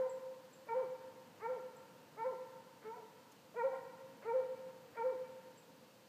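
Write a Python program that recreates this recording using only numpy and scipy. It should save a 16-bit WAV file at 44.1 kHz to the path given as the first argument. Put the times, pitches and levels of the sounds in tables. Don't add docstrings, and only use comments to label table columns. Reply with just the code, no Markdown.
import sys
import numpy as np
from scipy import signal
from scipy.fft import rfft, irfft, next_fast_len
from scipy.io import wavfile
from scipy.ndimage import uniform_filter1d

SR = 44100
rng = np.random.default_rng(int(sys.argv[2]) if len(sys.argv) > 2 else 0)


def wrap_up_sound(samples):
    columns = np.atleast_2d(samples).T
    tamed = np.clip(columns, -1, 1)
    steps = np.round(tamed * 32767).astype(np.int16)
    wavfile.write(sys.argv[1], SR, steps)


def volts_from_decibels(level):
    exponent = np.asarray(level, float) / 20
    return 10 ** exponent


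N = 268128
LEAD = SR // 4


def rms_one(x):
    return x / np.sqrt(np.mean(x ** 2) + 1e-20)


def at_hz(points, hz):
    table_hz, value = np.transpose(points)
    return np.interp(np.log(np.maximum(hz, 1)), np.log(table_hz), value)


def band_pass(x, order, low_hz, high_hz):
    return signal.sosfilt(signal.butter(order, [low_hz, high_hz], "band", fs=SR, output="sos"), x)


def wobble(rate_hz):
    low_pass = signal.butter(2, rate_hz, fs=SR, output="sos")
    return rms_one(signal.sosfilt(low_pass, rng.standard_normal(N + LEAD)))


def coloured_noise(spectrum):
    size = next_fast_len(N)
    gain = volts_from_decibels(at_hz(spectrum, np.fft.rfftfreq(size, 1 / SR)))
    return rms_one(irfft(gain * rfft(rng.standard_normal(size)), size)[:N])


# start_s, scoop_s, pitch_hz, level_db, upper_partials_db
OPEN_STARTS = [
    (-.12, 0.014, 474, -40, -20.5),
    (0.674, 0.013, 461.8, -37, -21),
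    (1.402, 0.048, 462.5, -39.5, -13),
    (2.16, 0.032, 451.5, -38.5, -19.5),
    (2.83, .022, 431.3, -48.5, -16),
    (3.545, 0.036, 491.3, -37.5, -15.5),
    (4.231, .055, 468.2, -40, -17.5),
    (4.956, 0.015, 461, -38.5, -19),
]
# fundamental_db, upper_drift_db, fundamental_drift_db
OPEN_COLOURS = [(2.5, -4, 1), (-1.5, -7, 7.5), (-0.7, -0.5, 8), (-5, 2.5, 2), (9, -9, -9), (5, 4, -3.5),
                (6, 7, 8), (0, 1, 6)]
# share_of_open_part, fundamental_db, octave_db, upper_db, half_line_db
OPEN_JAWS = [(0, -36.5, -22, -15, -7.5), (.25, -12.5, -10.5, -1.5, -34), (.62, -5, -7, -1, -47.5),
             (.97, -12.5, 1.5, -4, -43)]
# jaws_close_s, pitch_hz, level_db, overtones_db, half_line_db
CLOSED_HOOTS = [
    (-.055, 527, -29, 5.5, -12),
    (0.737, 522.7, -34, 5.5, 2.5),
    (1.47, 515.6, -38.5, 6.5, 5),
    (2.235, 521.4, -35.5, 12, 0),
    (2.926, 495.8, -59, 30, 27.5),
    (3.624, 536.3, -31, 5, 7.5),
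    (4.323, 522.8, -32.5, -2, -5.5),
    (5.027, 519.4, -33.5, 1, -20.5),
]
# share_of_hoot, fundamental_db, octave_db, upper_db, half_line_db
CLOSED_JAWS = [(-.15, -3.5, -19, -36.5, -45), (.2, 2, -38.5, -47, -30), (.75, -1, -21.5, -51, -24.5),
               (0.998, -1, -29.5, -41.5, -28)]
# give_s, last_pitch_hz, halfway_level_db, fade_over_hoot_db
VOICE_FALLS = [
    (.04, 500.1, -45.5, -9),
    (.815, 303, -46.5, -2),
    (1.556, 337.7, -49, -2.5),
    (2.308, 308, -47, -6),
    (2.99, 389.2, -57.5, -5),
    (3.711, 523.7, -40, -13),
    (4.402, 367.6, -54.5, -0.5),
    (5.11, 292, -46, -3),
]
# fundamental_db, octave_db, upper_db, half_line_db
FALL_PARTIALS_DB = [-4.4, -13, -28.5, -13]
SCOOP_SHARE, SCOOP_HALFWAY, REST_HZ = .76, .93, 453.3
JUMP_S, HOOT_SAG = .026, .98
FALL_S, FALL_HALFWAY, FALL_FADE_DB = .056, .6, 3


def bay_stages():
    pitch, levels = [], []
    for opening, colour, hoot, fall in zip(OPEN_STARTS, OPEN_COLOURS, CLOSED_HOOTS, VOICE_FALLS):
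        start_s, scoop_s, open_hz, open_db, upper_db = opening
        chest_db, upper_drift_db, chest_drift_db = colour
        close_s, hoot_hz, hoot_db, over_db, half_db = hoot
        give_s, last_hz, fall_db, fading_db = fall
        top_s, held_hz = close_s + JUMP_S, HOOT_SAG * hoot_hz

        pitch += [(start_s, SCOOP_SHARE * open_hz),
                  (start_s + scoop_s / 2, SCOOP_HALFWAY * open_hz),
                  (start_s + scoop_s, open_hz),
                  (close_s, REST_HZ),
                  (top_s, hoot_hz),
                  (give_s, held_hz),
                  (give_s + FALL_S / 2, held_hz + FALL_HALFWAY * (last_hz - held_hz)),
                  (give_s + FALL_S, last_hz)]

        drift_db = np.array([chest_drift_db, 0, upper_drift_db, 0])
        open_db = open_db + np.array([chest_db, 0, upper_db, 0])
        for share, *db in OPEN_JAWS:
            row_db = open_db + db + (share - .5) * drift_db
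            levels.append((start_s + share * (close_s - start_s), *row_db))
        hoot_db = hoot_db + np.array([0, over_db, over_db, half_db])
        for share, *db in CLOSED_JAWS:
            row_db = hoot_db + db + share * fading_db
            levels.append((top_s + share * (give_s - top_s), *row_db))
        fall_db = fall_db + np.array(FALL_PARTIALS_DB)
        levels.append((give_s + FALL_S / 2, *fall_db))
        levels.append((give_s + FALL_S, *(fall_db - FALL_FADE_DB)))
    return np.array(pitch), np.array(levels)


# freq_hz, gain_db
THROAT_GAIN = [(1100, 17), (1400, 2), (1800, -4), (1950, 1), (2120, -3), (2300, -4), (2450, -12),
               (2900, -44)]
RASP_DB, JITTER = -31, .0055
GLIDE_LOSS_DB = 1.1
LOW_LOSS_DB = 22


def hound():
    pitch, rows = bay_stages()
    t = (np.arange(N + LEAD) - LEAD) / SR
    row_s = rows[:, 0]
    pitch_hz = np.interp(t, *pitch.T)
    first_db, octave_db, upper_db, half_db = [np.interp(t, row_s, column) for column in rows.T[1:]]

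    rising = uniform_filter1d(np.maximum(np.gradient(np.log(pitch_hz)) * SR, 0), size=400)
    octave_db = octave_db - GLIDE_LOSS_DB * rising
    upper_db = upper_db - GLIDE_LOSS_DB * rising
    slack_db = -LOW_LOSS_DB * np.maximum(np.log2(440 / pitch_hz), 0)

    after = np.clip(np.searchsorted(row_s, t), 1, len(rows) - 1)
    voiced = (np.diff(row_s)[after - 1] < .25) & (t > row_s[0]) & (t < row_s[-1])
    gate = uniform_filter1d(voiced * 1., size=700)

    phase = 2 * np.pi * np.cumsum(pitch_hz * (1 + JITTER * wobble(60.8))) / SR
    voice = volts_from_decibels(first_db) * np.sin(phase) + volts_from_decibels(octave_db) * np.sin(2 * phase + 1)
    for multiple in range(3, 7):
        partial_db = upper_db + at_hz(THROAT_GAIN, multiple * pitch_hz) + 2.5 * wobble(40)
        voice += volts_from_decibels(partial_db) * np.sin(multiple * phase)
    voice += volts_from_decibels(half_db + 4 * wobble(40)) * np.sin(3 / 2 * phase + .9 * wobble(45))

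    puffs = rng.standard_normal(N + LEAD) * (1 + np.cos(phase))
    rasp = rms_one(band_pass(puffs, 4, 600, 1700))
    voice += volts_from_decibels(np.maximum(first_db, octave_db) + RASP_DB) * rasp
    return np.sqrt(2) * volts_from_decibels(slack_db) * voice * gate


HOARSE_AIR_DB = [-36, -36, -28, -36, -20, -40, -24.5, -27]
HOARSE_EARLY_S, HOARSE_RISE_S, HOARSE_FADE_S = .021, .0089, .032


def hoarse_start():
    t, level = (np.arange(N + LEAD) - LEAD) / SR, 0
    for (start_s, _, _, bay_db, _), below_db in zip(OPEN_STARTS, HOARSE_AIR_DB):
        since_s = np.maximum(t - start_s + HOARSE_EARLY_S, 0)
        burst = (since_s / HOARSE_RISE_S) ** 2 * np.exp(-since_s / HOARSE_FADE_S * 2)
        level = level + volts_from_decibels(bay_db + below_db) * burst
    return level * rms_one(band_pass(rng.standard_normal(N + LEAD), 4, 600, 2200))


# freq_hz, t60_s
TRUNK_T60 = [(300, 1.2), (520, 1.4), (950, 1.5), (1500, 1.5), (2400, 1.2), (7500, .3)]
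# freq_hz, gain_db
TRUNK_COLOUR = [(300, -4), (420, -3), (600, -2), (950, 1.5), (1500, 2), (2400, 1), (7500, 0.5)]
WOODS_DB, WOODS_BUILD_S = -4, .0041


def woods(x):
    t = np.arange(2 * SR) / SR
    white, echoes = rng.standard_normal((2, len(t))), 0
    edges_hz = 150 * 2 ** np.arange(0, 6.6, .5)
    for k, (low_hz, high_hz) in enumerate(zip(edges_hz, edges_hz[1:])):
        build = 1 - np.exp(-t / WOODS_BUILD_S * np.sqrt(low_hz / 500))
        fade = build * volts_from_decibels(-60 * t / at_hz(TRUNK_T60, np.sqrt(low_hz * high_hz)))
        band = band_pass(white[k % 2], 2, low_hz, high_hz)
        echoes = echoes + volts_from_decibels(at_hz(TRUNK_COLOUR, low_hz)) * band * fade / np.sqrt(np.sum(fade ** 2))
    return volts_from_decibels(WOODS_DB) * signal.fftconvolve(x, echoes)[:len(x)]


# start_s, peak_db, start_hz, end_hz
BIRD_CHIPS = [
    (.0945, -54, 8050, 7350),
    (.5305, -59, 7950, 7200),
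    (1.7625, -63, 8250, 7450),
    (5.577, -60, 7350, 7750),
]


def bird():
    out, t = np.zeros(N + LEAD), np.arange(SR // 20) / SR
    for start_s, peak_db, start_hz, end_hz in BIRD_CHIPS:
        pitch_hz = end_hz + (start_hz - end_hz) * np.exp(-t / .005)
        shape = (1 - np.exp(-t / .002)) * np.exp(-(t / .012) ** 2)
        i = LEAD + round(start_s * SR)
        out[i:i + len(t)] += volts_from_decibels(peak_db) * shape * np.sin(2 * np.pi * np.cumsum(pitch_hz) / SR)
    return out


# start_s, peak_db, ring_hz
TWIG_TICKS = [
    (3.317, -55, 6500),
]


def twig():
    out, t = np.zeros(N), np.arange(SR // 30) / SR
    for start_s, peak_db, ring_hz in TWIG_TICKS:
        crack = band_pass(rng.standard_normal(len(t)), 2, 3500, 14000) * np.exp(-t / .01)
        ring = np.sin(2 * np.pi * ring_hz * t) * np.exp(-t / .006)
        attack = np.minimum(t / .003, 1)
        i = round(start_s * SR)
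        out[i:i + len(t)] += volts_from_decibels(peak_db) * (.6 * crack + .4 * ring) * attack
    return out


# freq_hz, density_db
TRAFFIC_SPECTRUM = [(24, -42), (40, -55), (96, -12), (160, -3.5), (288, -5), (403, -12.5), (508, -1),
                    (576, -7.5), (629, -12), (807, -12.5), (914, -9.5), (1130, -14.5), (1400, -16.5),
                    (1610, -16), (2800, -25.5), (3640, -41), (6160, -120)]
# time_s, gain_db
TRAFFIC_SWELL = [(0, -1.2), (1.2, 1), (2.4, 0.4), (3.4, -1), (4.4, 1.2), (5.3, 1.1), (5.701, -0.5),
                 (6.08, -1.5)]
TRAFFIC_DB = -62.5


def traffic():
    swell_db = np.interp(np.arange(N) / SR, *np.transpose(TRAFFIC_SWELL))
    return volts_from_decibels(TRAFFIC_DB + swell_db) * coloured_noise(TRAFFIC_SPECTRUM)


# freq_hz, density_db
HISS_SPECTRUM = [(1530, -30), (2600, 0), (2800, -1), (3060, 0), (3410, -3), (3570, -2), (4680, -2),
                 (5110, -5), (7270, -7), (9200, -10), (10200, -13), (13500, -9), (15100, -8)]
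HISS_DB = -69.5


def microphone_hiss():
    return volts_from_decibels(HISS_DB) * coloured_noise(HISS_SPECTRUM)


def scene():
    calls = hound() + bird()
    far = calls + woods(calls) + hoarse_start()
    return (far[LEAD:] + twig() + traffic() + microphone_hiss())[None]


def roll_off(x):
    return signal.sosfilt(signal.butter(12, 15210, fs=SR, output="sos"), x)


FADE_IN_S = .0005


def record(dry):
    faded = dry * np.minimum(np.arange(N) / SR / FADE_IN_S, 1)
    low_pass = signal.ellip(12, .5, 60, 15180, fs=SR, output="sos")
    mix = signal.sosfilt(low_pass, faded)
    return roll_off(mix)


dry = scene()
out = record(dry)
wrap_up_sound(out)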